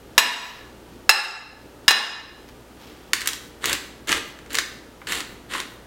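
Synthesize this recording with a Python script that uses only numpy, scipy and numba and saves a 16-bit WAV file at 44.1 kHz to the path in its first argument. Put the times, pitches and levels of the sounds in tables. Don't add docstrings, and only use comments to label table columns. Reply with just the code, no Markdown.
import sys
import numpy as np
from scipy import signal
from scipy.fft import rfft, irfft
from scipy.io import wavfile
from numba import njit

SR = 44100
rng = np.random.default_rng(int(sys.argv[2]) if len(sys.argv) > 2 else 0)


def output_pcm(signal):
    pcm = np.clip(np.atleast_2d(signal).T, -1, 1) * 32767
    wavfile.write(sys.argv[1], SR, np.round(pcm).astype(np.int16))


N = 258620
TOP_HZ = 15900
# start_s, length_s, bite_s, level_db, relative_shake_db, tilt_db_per_octave
TWIST_STROKES = [(3.143, 0.22, .018, -39.5, -16, -0.5), (3.605, 0.15, 0.066, -23.5, -9, 0),
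                 (4.069, 0.11, 0.018, -22, -7.5, -0.2), (4.491, 0.12, 0.024, -33.5, -5, .5),
                 (5.065, 0.14, 0.021, -24.5, -11, 0.5), (5.484, 0.13, 0.043, -28, -12, -0.6)]


def undb(db):
    return 10 ** (np.asarray(db) / 20)


def seconds(length_s):
    return np.arange(int(length_s * SR)) / SR


def unit(x):
    return x / np.sqrt(np.mean(x ** 2))


def along(hz, points):
    point_hz, value = np.transpose(points)
    return np.interp(np.log(hz + 1), np.log(point_hz), value)


def colour(x, points, tilt_db=0, order=2048):
    hz = np.fft.rfftfreq(order, 1 / SR)
    gain_db = along(hz, points) + tilt_db * np.log2(np.maximum(hz, 1000) / 1000)
    cepstrum = irfft(np.log(undb(gain_db)))
    cepstrum[1:order // 2] *= 2
    cepstrum[order // 2 + 1:] = 0
    response = irfft(np.exp(rfft(cepstrum)))
    return signal.fftconvolve(x, response)[:len(x)]


def fade(t, t60):
    return np.exp(-np.log(1000) * t / t60)


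def swell(middle_s, half_width_s):
    return np.exp(-((np.arange(N) / SR - middle_s) / half_width_s) ** 2)


def add(track, start_s, sound):
    i = int(start_s * SR)
    track[i:i + len(sound)] += sound[:N - i]


def grains(rate_hz, spread_db):
    size = undb(spread_db * np.minimum(rng.exponential(size=N), 3))
    return (rng.random(N) < rate_hz / SR) * size * rng.choice([-1, 1], N)


def background(air_db=-46):
    # frequency_hz, gain_db
    air_spectrum = [(15, -39), (25, -12), (49, -12), (123, -12.5), (144, -13), (255, -7), (473, -9.5),
                    (654, -16), (981, -17), (1060, -26), (1150, -18), (2260, -27), (2660, -26), (5370, -32),
                    (15800, -38.5)]
    # frequency_hz, rms_db
    harmonics = [(59.2, -55.5), (118.4, -60), (296.1, -64)]
    t = np.arange(N) / SR
    hum = sum(np.sqrt(2) * undb(db) * np.sin(2 * np.pi * (hz * t + rng.random())) for hz, db in harmonics)
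    return hum + undb(air_db) * unit(colour(rng.standard_normal(N), air_spectrum))


def spoons(crack_db=-1, crack_t60_s=0.062, contact_s=0.00043):
    # start_s, level_db, hardness_db, spot_index
    blows = [(0.179, 7, 2.5, 0), (1.0926, 8.5, 1.5, 1), (1.1055, -12, -11.5, 1), (1.8804, 9, 0.5, 2),
             (1.9075, -6.5, 11, 2)]
    # frequency_hz, t60_s, spot_0_db, spot_1_db, spot_2_db
    modes = [(874, 0.25, -24.5, -19, -36), (1064, 0.089, -29, -26, -15), (1560, 0.0653, -25, -17, -20),
             (1700, 0.056, -12.5, -3, -4.5), (1803, 0.24, -22, -19, -14), (2200, 0.075, -14, -26, -35),
             (2507, 0.24, -18, -33, -16), (2696, 0.076, -11, 0.5, -38), (2774, 0.12, -15, -12, -13),
             (2847, 0.15, -11, -13.5, -5), (3000, 0.17, -24, -33, -30), (3680, 0.082, -28, -17, -21),
             (3830, 0.028, 3, -2, -2.5), (3986, 0.21, -12.5, -17, -10.5), (4120, 0.27, -22, -11.5, -14.5),
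             (4100, 0.11, -15, -10, -12), (5076, 0.046, -7, 0, 0), (5170, 0.07, -25.5, -5, -16),
             (5470, 0.25, -24.5, -22, -41), (5330, 0.044, -32.5, -5.5, -40),
             (6800, 0.14, -13.5, -13.5, -18), (7870, 0.24, -15.5, -17.5, -36),
             (8630, 0.14, -22, -15.5, -20), (10100, 0.13, -18, -19, -46), (11680, 0.087, -12.5, -14, -22),
             (13000, .14, -32, -37, -43), (13800, 0.13, -17, -30.5, -40), (14000, .1, -22, -18, -30)]
    # frequency_hz, gain_db
    crack_spectrum = [(130, -41), (230, -10.5), (550, -10), (760, -1.5), (1800, -1), (3200, -3), (5500, -7),
                      (8000, -14), (15500, -20.5)]
    out, t = np.zeros(N), seconds(1)
    onset = 1 - np.exp(-t / contact_s)
    for start_s, level_db, hardness_db, spot in blows:
        ring = sum(undb(spot_db[spot]) * fade(t, t60) * np.sin(2 * np.pi * (hz * t + rng.random()))
                   for hz, t60, *spot_db in modes)
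        crack = unit(colour(rng.standard_normal(len(t)), crack_spectrum)) * fade(t, crack_t60_s)
        add(out, start_s, undb(level_db) * (ring + undb(crack_db + hardness_db) * crack) * onset)
    return out


def salad():
    # middle_s, half_width_s, level_db
    scoops = [(.4, .17, -40), (0.925, 0.088, -59.5), (2.49, 0.011, -48.5), (2.862, 0.08, -49.5),
              (3.045, 0.12, -57)]
    # frequency_hz, gain_db
    tick_spectrum = [(300, -12), (900, -1.5), (3500, -1.5), (6000, -8), (9000, -18.5), (12500, -14.5),
                     (15500, -16)]
    motion = sum(undb(db) * swell(middle_s, half_width_s) for middle_s, half_width_s, db in scoops)
    return motion * unit(colour(grains(rate_hz=1200, spread_db=1.0), tick_spectrum))


def peppercorns(snap_t60_s=0.012, split_s=0.00065, rattle_db=-17, rattle_t60_s=0.12):
    # start_s, level_db, tilt_db_per_octave
    fractures = [(3.1328, -3, 2), (3.207, -21, 3), (3.2158, -19, 2.5), (3.258, -18, 2), (3.2732, -6.5, 5.5),
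                 (3.288, -15.5, -0.5), (3.332, -18, 2.5), (3.6414, -11.5, -1), (3.6557, -9, 5.5),
                 (3.6959, -15, 2.5), (3.729, -9, 3.5), (4.073, -25.5, 2.5), (4.0833, -20, 2),
                 (4.0916, -12, 0), (4.1176, -8.5, 1.5), (4.1263, -6, -0.5), (4.388, -33.5, -1),
                 (4.461, -36, -1), (4.5045, -28, 0), (4.5304, -21, 10), (4.5442, -14.5, 1),
                 (4.5518, -10, 3.5), (4.5709, -16, 0), (4.5852, -5.5, 1.5), (5.016, -29, -12),
                 (5.0701, -19.5, 0), (5.1209, -13, 2), (5.1512, -25, 2.5), (5.2043, -17.5, 0),
                 (5.536, -15.5, -2), (5.55, -15.5, -9), (5.601, -16, 1)]
    # frequency_hz, gain_db
    snap_spectrum = [(150, -50), (320, -5), (550, -15.5), (730, -14.5), (1100, -3), (1750, 1.5), (2350, -2),
                     (3000, -2.5), (4300, -6), (5600, -10), (7300, -9.5), (10000, -19), (15500, -25)]
    out, t = np.zeros(N), seconds(0.1)
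    onset = 1 - np.exp(-(t / split_s) ** 2)
    envelope = onset * (fade(t, snap_t60_s) + undb(rattle_db) * fade(t, rattle_t60_s))
    for start_s, level_db, tilt_db in fractures:
        snap = colour(rng.standard_normal(len(t)) * envelope, snap_spectrum, tilt_db)
        add(out, start_s, undb(level_db) * snap * np.linalg.norm(envelope) / np.linalg.norm(snap))
    return out


def effort(start_s, length_s, bite_s, swell_db=5, stop_t60_s=0.09):
    t = np.maximum(np.arange(N) / SR - start_s, 0)
    bite = np.minimum(t / bite_s, 1)
    arch = np.sin(np.pi * np.minimum(t / length_s, 1))
    run_out = fade(np.maximum(t - length_s, 0), stop_t60_s)
    return bite * undb(swell_db * (arch - 1)) * run_out


def burrs(crumb_db=-3, body_db=-2):
    # frequency_hz, t60_s, level_db
    body_modes = [(305, 0.14, -10), (368.5, 0.082, 2), (455, 0.06, 0.5), (544, 0.069, -7.5)]
    # frequency_hz, gain_db
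    housing = [(150, -60.5), (320, -5.5), (550, -16), (730, -14.5), (1100, -4.5), (1400, -4), (1800, 1.5),
               (2350, -5.5), (3100, -2.5), (4300, -7.5), (5600, -18), (7500, -11), (11000, -18),
               (15500, -28)]
    out, t = np.zeros(N), seconds(0.2)
    crumbs = grains(rate_hz=2000, spread_db=2.0)
    hollow = sum(undb(db) * fade(t, t60) * np.sin(2 * np.pi * hz * t) for hz, t60, db in body_modes)
    rumble = unit(signal.fftconvolve(crumbs, hollow)[:N])
    for start_s, length_s, bite_s, level_db, shake_db, tilt_db in TWIST_STROKES:
        crackle = unit(colour(crumbs, housing, tilt_db))
        crushing = undb(crumb_db) * crackle + undb(body_db + shake_db) * rumble
        out += undb(level_db) * effort(start_s, length_s, bite_s) * crushing
    return out


def sprinkle(fall_s=0.088, half_width_s=0.059, level_db=-55.5):
    # frequency_hz, gain_db
    patter_spectrum = [(3000, -22), (7000, -9), (11000, -2), (15500, -1)]
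    landing = sum(swell(start_s + length_s + fall_s, half_width_s)
                  for start_s, length_s, *_ in TWIST_STROKES)
    return undb(level_db) * landing * unit(colour(grains(rate_hz=3000, spread_db=7.0), patter_spectrum))


def kitchen(x, wet_db, treble_db, build_s):
    # frequency_hz, t60_s
    decay_times = [(200, 0.68), (900, 0.67), (2500, 0.61), (5000, 0.57), (8000, 0.49), (15000, 0.39)]
    t = seconds(0.7)
    noise, hz = rfft(rng.standard_normal(len(t))), np.fft.rfftfreq(len(t), 1 / SR)
    centres_hz = np.array(decay_times)[:, 0]
    tail = np.zeros(len(t))
    for (centre_hz, t60), share in zip(decay_times, np.eye(len(decay_times))):
        band = irfft(noise * along(hz, np.c_[centres_hz, share]), len(t))
        tail += band * fade(t, t60) * undb(treble_db * centre_hz / TOP_HZ)
    tail *= 1 - np.exp(-t / build_s)
    return x + undb(wet_db) * signal.fftconvolve(x, tail / np.linalg.norm(tail))[:N]


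def scene():
    tossing = kitchen(spoons() + salad(), wet_db=-9.5, treble_db=-11.5, build_s=0.0034)
    grinding = kitchen(peppercorns() + burrs() + sprinkle(), wet_db=-8.0, treble_db=-2.5, build_s=0.0015)
    return (tossing + grinding + background())[None]


@njit
def follow(x, attack, release):
    out, level = np.empty(len(x)), 0.
    for i in range(len(x)):
        level += (abs(x[i]) - level) * (attack if abs(x[i]) > level else release)
        out[i] = level
    return out


def record(dry, ceiling_db=-6.0, attack_s=0.0023, release_s=0.28, ahead_s=0.0014):
    level = follow(dry[0], 1 / (attack_s * SR), 1 / (release_s * SR))
    level_ahead = np.interp(np.arange(N) + ahead_s * SR, np.arange(N), level)
    reduction = np.maximum(level_ahead / undb(ceiling_db), 1)
    limited = np.clip(dry / reduction, -1, 1)
    lowpass = signal.ellip(10, 0.2, 70, TOP_HZ, fs=SR, output="sos")
    return signal.sosfilt(lowpass, limited)


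dry = scene()
out = record(dry)
output_pcm(out)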